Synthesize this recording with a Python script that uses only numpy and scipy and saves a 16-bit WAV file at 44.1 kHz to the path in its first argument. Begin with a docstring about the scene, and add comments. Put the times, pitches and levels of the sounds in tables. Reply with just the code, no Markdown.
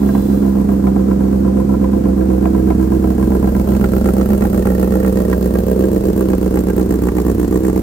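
"""Walking along an idling motorcycle

A four-cylinder motorcycle holds a fast, lumpy idle in a street while the microphone walks from its
nose to its tailpipe. Two cylinders fire strongly and weakly by turns, so the exhaust throbs once in
eight firings; now and then one stumbles. Every firing booms through the pipe, barks at the outlet
and lets out a puff of hiss. Far traffic rumbles, and at the start there is a brief scuff, probably
a shoe, with a faint squeak."""
import sys
import numpy as np
from scipy import signal
from scipy.fft import rfft, irfft, next_fast_len
from scipy.io import wavfile
from scipy.ndimage import map_coordinates

SR = 44100
rng = np.random.default_rng(int(sys.argv[2]) if len(sys.argv) > 2 else 0)


def wrap_up_sound(samples):
    """Save the sound to the file named by the first command line argument, as 16-bit audio."""
    columns = np.atleast_2d(samples).T
    # keep every value between -1 and 1, then stretch to whole-number steps
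    tamed = np.clip(columns, -1, 1)
    steps = np.round(tamed * 32767).astype(np.int16)
    wavfile.write(sys.argv[1], SR, steps)


N = 344862
TIME = np.arange(N) / SR
FFT_SIZE = next_fast_len(N + SR // 2, True)
HZ = np.fft.rfftfreq(FFT_SIZE, 1 / SR) + 1 / SR

# The second at which the microphone reaches each of nine places: nose, headlamp, front wheel, fork,
# radiator, clutch cover, footrest, swingarm, tailpipe.
PLACE_TIMES = [.6, 1.8, 2.8, 3.4, 3.9, 4.9, 5.8, 6.5, 7.4]
# For each place, the share of a puff that arrives directly; the street's echoes smear the rest.
DIRECT_SHARE = [.25, .35, .45, .55, .7, .8, .85, .9, .95]
# For each place, the level of the bark in dB.
BARK_DB = [-35, -36.5, -32.5, -30, -29, -26.5, -40, -32.5, -29]
# Firings that knock harder than the rest. Each row: time in seconds, relative level in dB.
KNOCKS = [(0.028, -23.5), (0.088, -21.5), (0.148, -20.5), (0.419, -27), (0.688, -23), (0.869, -19),
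          (0.96, -24), (1.11, -21.5), (1.205, -25.5), (1.326, -25), (1.447, -27), (1.476, -26.5),
          (1.569, -24), (1.599, -24.5), (1.691, -26.5), (1.737, -24), (1.841, -21.5), (1.931, -24.5),
          (2.053, -23.5), (2.208, -22.5), (2.301, -23.5), (2.425, -25), (2.454, -18), (2.546, -24),
          (2.702, -16), (2.795, -25), (2.918, -22), (3.04, -21.5), (3.349, -24.5), (3.442, -24),
          (3.548, -21), (3.749, -19.5), (3.841, -13.5), (4.057, -17.5), (4.087, -18), (4.181, -23.5),
          (4.21, -18), (4.302, -22.5), (4.42, -16), (4.45, -18), (4.544, -22), (4.653, -21), (4.669, -17.5),
          (4.92, -22), (5.028, -22), (5.047, -18.5), (5.074, -19), (5.171, -21), (5.328, -16.5),
          (5.553, -22), (5.836, -27.5), (6.207, -22.5), (6.332, -22.5), (6.572, -18.5), (6.699, -19),
          (6.796, -21), (7.019, -23), (7.085, -16.5), (7.183, -15), (7.282, -22), (7.524, -20.5),
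          (7.648, -18.5), (7.696, -20), (7.76, -19), (7.775, -23)]
# Tone of the gas hiss and the scuff. Each row: frequency in Hz, relative level in dB.
HISS_TONE = [(1530, -56), (2600, -1), (3710, -7.5), (4150, -3), (4980, -5.5), (7710, -2.5), (9670, -2.5),
             (11200, -1.5), (14500, 4.5), (15100, 3), (15800, -2.5)]


def firings():
    """Times and strengths of the firings; weak burns come late and vary the most."""
    # Engine speed. Each row: time in seconds, firings per second.
    speed = [(0.0, 67.52), (0.75, 66.29), (0.85, 65.47), (2.01, 66.36), (2.03, 64.74), (3.53, 64.89),
             (3.84, 65.16), (4.18, 64.35), (4.33, 67.86), (4.62, 63.14), (5.03, 64.35), (5.48, 62.06),
             (6.01, 65.62), (6.37, 62.82), (6.88, 62.54), (7.29, 60.3), (7.62, 64.56), (7.82, 62.02)]
    # The cylinders in firing order. Each row: strength on the strong cycle, strength on the weak one.
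    cylinders = [(1.1, 0.36), (0.88, 0.82), (1.03, 0.34), (0.84, 0.79)]
    # For each cylinder, 1 if it begins on its weak cycle.
    weak_first = [1, 0, 0, 1]
    # A stumble swaps a cylinder's strong and weak cycles. Each row: time in seconds, cylinder 0-3.
    stumbles = [(.24, 2), (.4, 0), (.75, 2), (3.08, 0), (6.69, 0), (7.25, 2)]
    drift_s, late_s, jitter_s = .00035, .0012, .00015
    fired = np.cumsum(np.interp(TIME, *np.transpose(speed))) / SR
    number = np.arange(int(fired[-1]))
    times = np.interp(number + .1, fired, TIME)
    cycle, cylinder = np.divmod(number, len(cylinders))
    swaps = sum((times > when) & (cylinder == which) for when, which in stumbles)
    weak = (cycle + swaps + np.array(weak_first)[cylinder]) % 2
    usual = np.array(cylinders)[cylinder, weak]
    strength_luck, timing_luck = rng.standard_normal((len(times), 2)).T
    least = np.full(len(times), .1)
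    least[[np.argmin(abs(times - when)) for when, _ in KNOCKS]] = .92  # a knock is never weak
    strength = np.maximum(usual + .045 * strength_luck / usual, least)
    drift = drift_s * np.interp(times, TIME, wobble(per_second=7))  # the idle wanders
    return times + drift + late_s * (1 - strength) + jitter_s * timing_luck, strength


def boom(times, strength, nearby, beside):
    """Pressure pulses ring the pipe, whose bass lags and trails behind each one."""
    # The pipe's resonances. Each row: pitch in Hz, width in Hz, then level in dB at each place.
    pipe = [(43.8, 8.6, 39, 37.5, 42, 45, 43, 43.3, 40.6, 45, 43.3),
            (59.3, 15, 37.5, 39.1, 40.6, 41, 40.8, 38.1, 36.8, 36, 36.6),
            (94.4, 14.5, 29, 29, 40, 37, 41, 41.7, 41.4, 39, 42.3),
            (134.2, 17, 26, 27, 29, 28, 28, 22, 18, 27, 24),
            (173, 18, 33, 31.6, 40, 34, 32, 20, 35, 13, 33),
            (192.3, 24, 41.8, 39.5, 33, 21, 36.2, 39.5, 37, 37.8, 35),
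            (214.4, 28, 42.7, 43.7, 45, 47.7, 46.4, 43.4, 41, 39.6, 42.2),
            (284.5, 28.4, 39.5, 40.2, 38, 35, 14, 11, 21, 33, 40),
            (322.4, 36, 32.7, 32.7, 38.6, 33, 30.7, 31.2, 33.5, 36.2, 38.1),
            (372, 107, 19, 5.3, 8, 13, 29.7, 25, 31.8, 30, 32),
            (447.3, 57, 24.6, 21.4, 27.7, 29, 13, 29.7, 32.3, 27.5, 29.8),
            (510.4, 26.4, 28, 35.4, 18, 16, 29.4, 33.6, 32.5, 31, 24.5),
            (619, 143, 11, 6.3, 7.4, 16, 24.3, 23, 24.3, 12, 4)]
    travel_s, smear_hz = .0004, 300
    front_throb = .74  # share of the strong-weak contrast left in front of the bike
    throb = front_throb + (1 - front_throb) * np.interp(times, TIME, beside)
    blows = pulses(times + travel_s, 1 + throb * (strength - 1))
    bass_lag = (smear_hz - 1j * HZ) / (smear_hz + 1j * HZ)
    return -ring(filtered(blows, bass_lag), pipe, nearby)


def eddies(times, strength, nearby):
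    """Swirling gas behind each pulse roughens the boom."""
    # Tone of the swirl. Each row: frequency in Hz, relative level in dB.
    tone = [(120, -35), (230, 0), (370, 6.5), (540, -4.5), (700, -6), (1200, -52.5)]
    # For each place, the level of the swirl in dB.
    level_db = [-25.5, -24, -23, -23.5, -23, -22.5, -20.5, -21.5, -24]
    flow = puffs(times, strength ** .67, rise_s=.0045, ebb_s=.0029)
    swirl = filtered(flow * rng.standard_normal(N), ringing_filter(tone_gain(tone)))
    return amp(level_db @ nearby) * unit(swirl)


def bark(times, strength, nearby, beside):
    """Strong pulses steepen into a crack with a rasping tail, which rings the metal; knocks rattle."""
    # Resonances of the outlet and engine covers.
    # Each row: pitch in Hz, width in Hz, then relative level in dB at each place.
    metal = [(680, 102, 9.5, 10, 8.5, 14.5, 4.5, 2.5, -25, -15, 2),
             (801, 128, 5.5, 4.5, -2.5, 5.5, 2, 1, 2, 4, 0),
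             (1005, 105, 5.5, 7, 3.5, 6, -6, -6.5, 4.5, -4, -6),
             (1152, 88, -4.5, -6, -22, -26, -7, -4.5, 2, -3, -2.5),
             (1348, 164, -5, -3.5, -5, -4, 1, -3.5, -4.5, -4.5, -18),
             (1603, 73, -3.5, -6.5, -3, -2, -5, -12, 3.5, -4, -17),
             (1842, 120, -13, -30, -33, -27, -18, -3.5, -3, -17, -8),
             (1990, 790, -23, -25.5, -18.5, -16, -15, -16.5, -12, -13.5, -18)]
    # The bright rattle of the hardest knocks. Each row: frequency in Hz, relative level in dB.
    rattle_tone = [(900, -16), (1500, -1), (2200, 0.5), (3200, -10.5), (7000, -28), (12000, -37)]
    ceiling = 1.7  # ordinary barks level off near this size
    sizes = ceiling * np.tanh(strength ** 3.4 / ceiling) * uneven(times, spread_db=1)
    starts = times - .00106  # just ahead of the boom
    for when, db in KNOCKS:
        nearest = np.argmin(abs(times - when))
        starts[nearest] = when
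        sizes[nearest] = amp(db - 5.5 - np.interp(when, PLACE_TIMES, BARK_DB))
    front_tail = amp(6.5) * puffs(starts, sizes, rise_s=.00098, ebb_s=.0097)
    side_tail = amp(6) * puffs(starts, sizes, rise_s=.00098, ebb_s=.004)
    rasp = noise(alike=.64) * ((1 - beside) * front_tail + beside * side_tail)
    bursts = noise(alike=.47) * puffs(starts, sizes ** 2, rise_s=.001, ebb_s=.0052)
    rattle = amp(-22) * unit(filtered(bursts, tone_gain(rattle_tone)))
    crack = (DIRECT_SHARE @ nearby) * unit(pulses(starts, sizes))
    return amp(BARK_DB @ nearby) * (unit(ring(crack + rasp, metal, nearby)) + rattle)


def hiss(times, strength, nearby, beside):
    """The gas jet hisses in puffs just ahead of each boom; away from the outlet, echoes blur them."""
    # Centres in Hz of the bands in which the hiss flares, each a little differently.
    bands_hz = [2540, 5000, 8300, 13900]
    # For each place, the level of the hiss in dB.
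    level_db = [-44, -46.5, -42.5, -40, -36.5, -37, -37.5, -39, -38]
    starts = times - .0031
    steady = .17 + .056 * (1 - beside)  # share of the hiss that does not pulse
    direct = DIRECT_SHARE @ nearby
    jet = 0
    for band in np.eye(len(bands_hz)):
        band_gain = tone_gain(HISS_TONE) * np.sqrt(np.interp(HZ, bands_hz, band))
        sizes = np.tanh(strength ** 2.1) * uneven(times, spread_db=2.2)
        crisp = puffs(starts, sizes, rise_s=.0033, ebb_s=.0042)
        echoed = puffs(starts, sizes, rise_s=.0033, ebb_s=.028)
        power = direct * crisp ** 2 + (1 - direct) * echoed ** 2
        jet = jet + filtered(noise(alike=.0077), band_gain) * np.sqrt(steady + (1 - steady) * power)
    lean_right = amp([[-.5], [.5]])
    return amp(level_db @ nearby) * unit(jet) * lean_right


def outlet(times, strength, nearby):
    """In line with the outlet each strong pulse arrives as a dry pop with a short spit of gas."""
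    # Tones of the pop and the spit. Each row: frequency in Hz, relative level in dB.
    pop_tone = [(200, -39), (450, 4.5), (750, 4), (1200, -2), (2000, -13.5), (3200, -40), (6000, -43)]
    spit_tone = [(3500, -23), (6000, -2), (7700, 5), (10000, -6), (14500, -8), (16000, -10)]
    # For each place, the dB added to both.
    boost_db = [-25, -22, -37, -29, -18, -19, -5, -2.5, 1]
    sizes = np.tanh(strength ** 3.4)
    pop = -unit(filtered(pulses(times + .00166, sizes), ringing_filter(tone_gain(pop_tone))))
    spurts = puffs(times + .0015, sizes * uneven(times, spread_db=2.5), rise_s=.00085, ebb_s=.0042)
    spit = unit(spurts * filtered(noise(alike=.084), tone_gain(spit_tone)))
    return amp(boost_db @ nearby) * (amp(-39) * pop + amp(-47.5) * spit)


def stereo_pickup(exhaust, beside):
    """The exhaust sounds at different levels left and right, and slightly out of step."""
    # The exhaust heard from in front and from beside the bike.
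    # Each row: frequency in Hz, left minus right in dB, how far the left leads in radians.
    from_front = [(50, -1.2, -0.2), (200, -3, -0.29), (344, -9, 1), (396, -3, 1), (517, -6.5, 2),
                  (668, -2.5, 4), (773, 9, 4), (975, 2.5, 5.5), (1600, -3, 7.5)]
    from_side = [(50, -1.3, .08), (200, -3.5, 0.1), (310, -3.5, 1), (420, -2.5, 0.73), (534, -7, 1.03),
                 (699, -1, 2.95), (845, 6.5, 5.2), (1320, -11, 5.2), (1970, -1.5, 8.46)]
    left_right = np.array([[.5], [-.5]])
    heard = 0
    for table, share in ((from_front, 1 - beside), (from_side, beside)):
        gain = amp(left_right * frequency_curve(table))
        gain /= np.sqrt(np.mean(gain ** 2, axis=0))
        phase = left_right * frequency_curve(table, column=2)
        heard = heard + share * filtered(exhaust, gain * np.exp(1j * phase))
    return heard


def squeaky_scuff():
    """A brief scuff, probably a shoe, with a faint squeak on a few unsteady tones."""
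    # The squeak's tones. Each row: pitch in Hz, relative level in dB.
    tones = [(3472, -57), (3984, -55), (4969, -62), (6471, -68)]
    middle_s, scuff_s, squeak_s = .2, .29, .24  # the loudest moment, then half of each sound's length
    scuff_swell, squeak_swell = [np.exp(-((TIME - middle_s) / s) ** 2) for s in (scuff_s, squeak_s)]
    narrow_bands = sum(amp(db) * unit(np.exp(-((HZ - hz) / 55) ** 2)) for hz, db in tones)
    squeak = filtered(noise(alike=.36), narrow_bands)
    scuff = amp(-41) * unit(filtered(noise(alike=.081), tone_gain(HISS_TONE)))
    return squeak_swell * squeak + scuff_swell * scuff


def traffic():
    """Even noise of far traffic; its low rumble is the same left and right."""
    # Tone of the traffic. Each row: frequency in Hz, relative level in dB.
    tone = [(20, -13), (60, 9.5), (200, 13), (700, -4.5), (1500, -12.5), (3000, -26.5), (8000, -25),
            (15000, -41)]
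    # How alike left and right are. Each row: frequency in Hz, likeness from 0 to 1.
    likeness = [(100, 1), (300, 0.98), (1000, 0.11), (3000, 0.021)]
    alike = frequency_curve(likeness)
    shared = filtered(rng.standard_normal(N), tone_gain(tone) * np.sqrt(alike))
    separate = filtered(rng.standard_normal((2, N)), tone_gain(tone) * np.sqrt(1 - alike))
    return amp(-26.5) * unit(shared + separate)


def ring(x, resonances, nearby):
    """Send x through resonances whose strengths change from place to place."""
    peaks = np.array([1 / (1 + ((HZ ** 2 - hz ** 2) / (HZ * width)) ** 2) ** 2
                      for hz, width, *_ in resonances])
    place_db = np.array(resonances).T[2:]
    gains = np.sqrt(amp(place_db) ** 2 @ peaks)
    return sum(share * filtered(x, ringing_filter(gain)) for share, gain in zip(nearby, gains))


def pulses(times, sizes):
    """One click for each firing."""
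    samples = np.clip(np.round(times * SR).astype(int), 0, N)
    return np.bincount(samples, sizes, N + 1)[:N]


def puffs(times, sizes, rise_s, ebb_s):
    """A loudness curve: the gas flow jumps at each firing and dies away."""
    t = TIME[:SR // 10]
    one_puff = (1 - np.exp(-(t / rise_s) ** 2)) * np.exp(-t / ebb_s)
    return unit(signal.oaconvolve(pulses(times, sizes), one_puff)[:N])


def uneven(times, spread_db):
    """A random gain for each firing."""
    return amp(spread_db * rng.standard_normal(len(times)))


def wobble(per_second):
    """A smooth curve through so many random points a second."""
    return map_coordinates(rng.standard_normal(int(N * per_second / SR) + 4), [TIME * per_second])


def noise(alike):
    """Stereo white noise whose sides are unrelated at 0 and the same at 1."""
    return np.sqrt(alike) * rng.standard_normal(N) + np.sqrt(1 - alike) * rng.standard_normal((2, N))


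def amp(db):
    """Turn decibels into a gain."""
    return 10 ** (np.asarray(db) / 20)


def unit(x):
    """Scale x to an average (rms) level of 1."""
    return x / np.sqrt(np.mean(x ** 2) + 1e-20)


def frequency_curve(rows, column=1):
    """Join a table's points into a value for every frequency; each row starts with Hz."""
    columns = np.transpose(rows)
    return np.interp(np.log(HZ), np.log(columns[0]), columns[column])


def tone_gain(rows):
    """Turn rows of Hz and dB into a gain for every frequency."""
    return amp(frequency_curve(rows))


def filtered(x, response):
    """Multiply each frequency in x by the filter's response."""
    return irfft(rfft(x, FFT_SIZE) * response, FFT_SIZE)[..., :N]


def ringing_filter(gain):
    """A filter with this gain that rings only after a blow, never before it."""
    cepstrum = irfft(np.log(gain + 1e-4).astype(np.float32), FFT_SIZE)[:FFT_SIZE // 2]
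    return np.exp(2 * rfft(cepstrum, FFT_SIZE) - cepstrum[0])


def scene():
    """The exhaust's sounds, all driven by the same firings, over the street."""
    # One curve per place: 1 when the microphone is there, fading to 0 at the places either side.
    nearby = np.array([np.interp(TIME, PLACE_TIMES, row) for row in np.eye(len(PLACE_TIMES))])
    beside = 1 - nearby[:3].sum(axis=0)  # 0 at the three places in front, 1 from the fork on
    times, strength = firings()
    pipe = boom(times, strength, nearby, beside) + eddies(times, strength, nearby)
    exhaust = stereo_pickup(pipe + bark(times, strength, nearby, beside), beside)
    gas = hiss(times, strength, nearby, beside) + outlet(times, strength, nearby)
    return exhaust + gas + traffic() + squeaky_scuff()


def record(dry):
    """Round off the tallest peaks and cut the very highest treble."""
    top_hz = 15850
    rounded = dry / (1 + dry ** 8) ** (1 / 8)
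    return filtered(rounded, HZ < top_hz)


dry = scene()
out = record(dry)
wrap_up_sound(out)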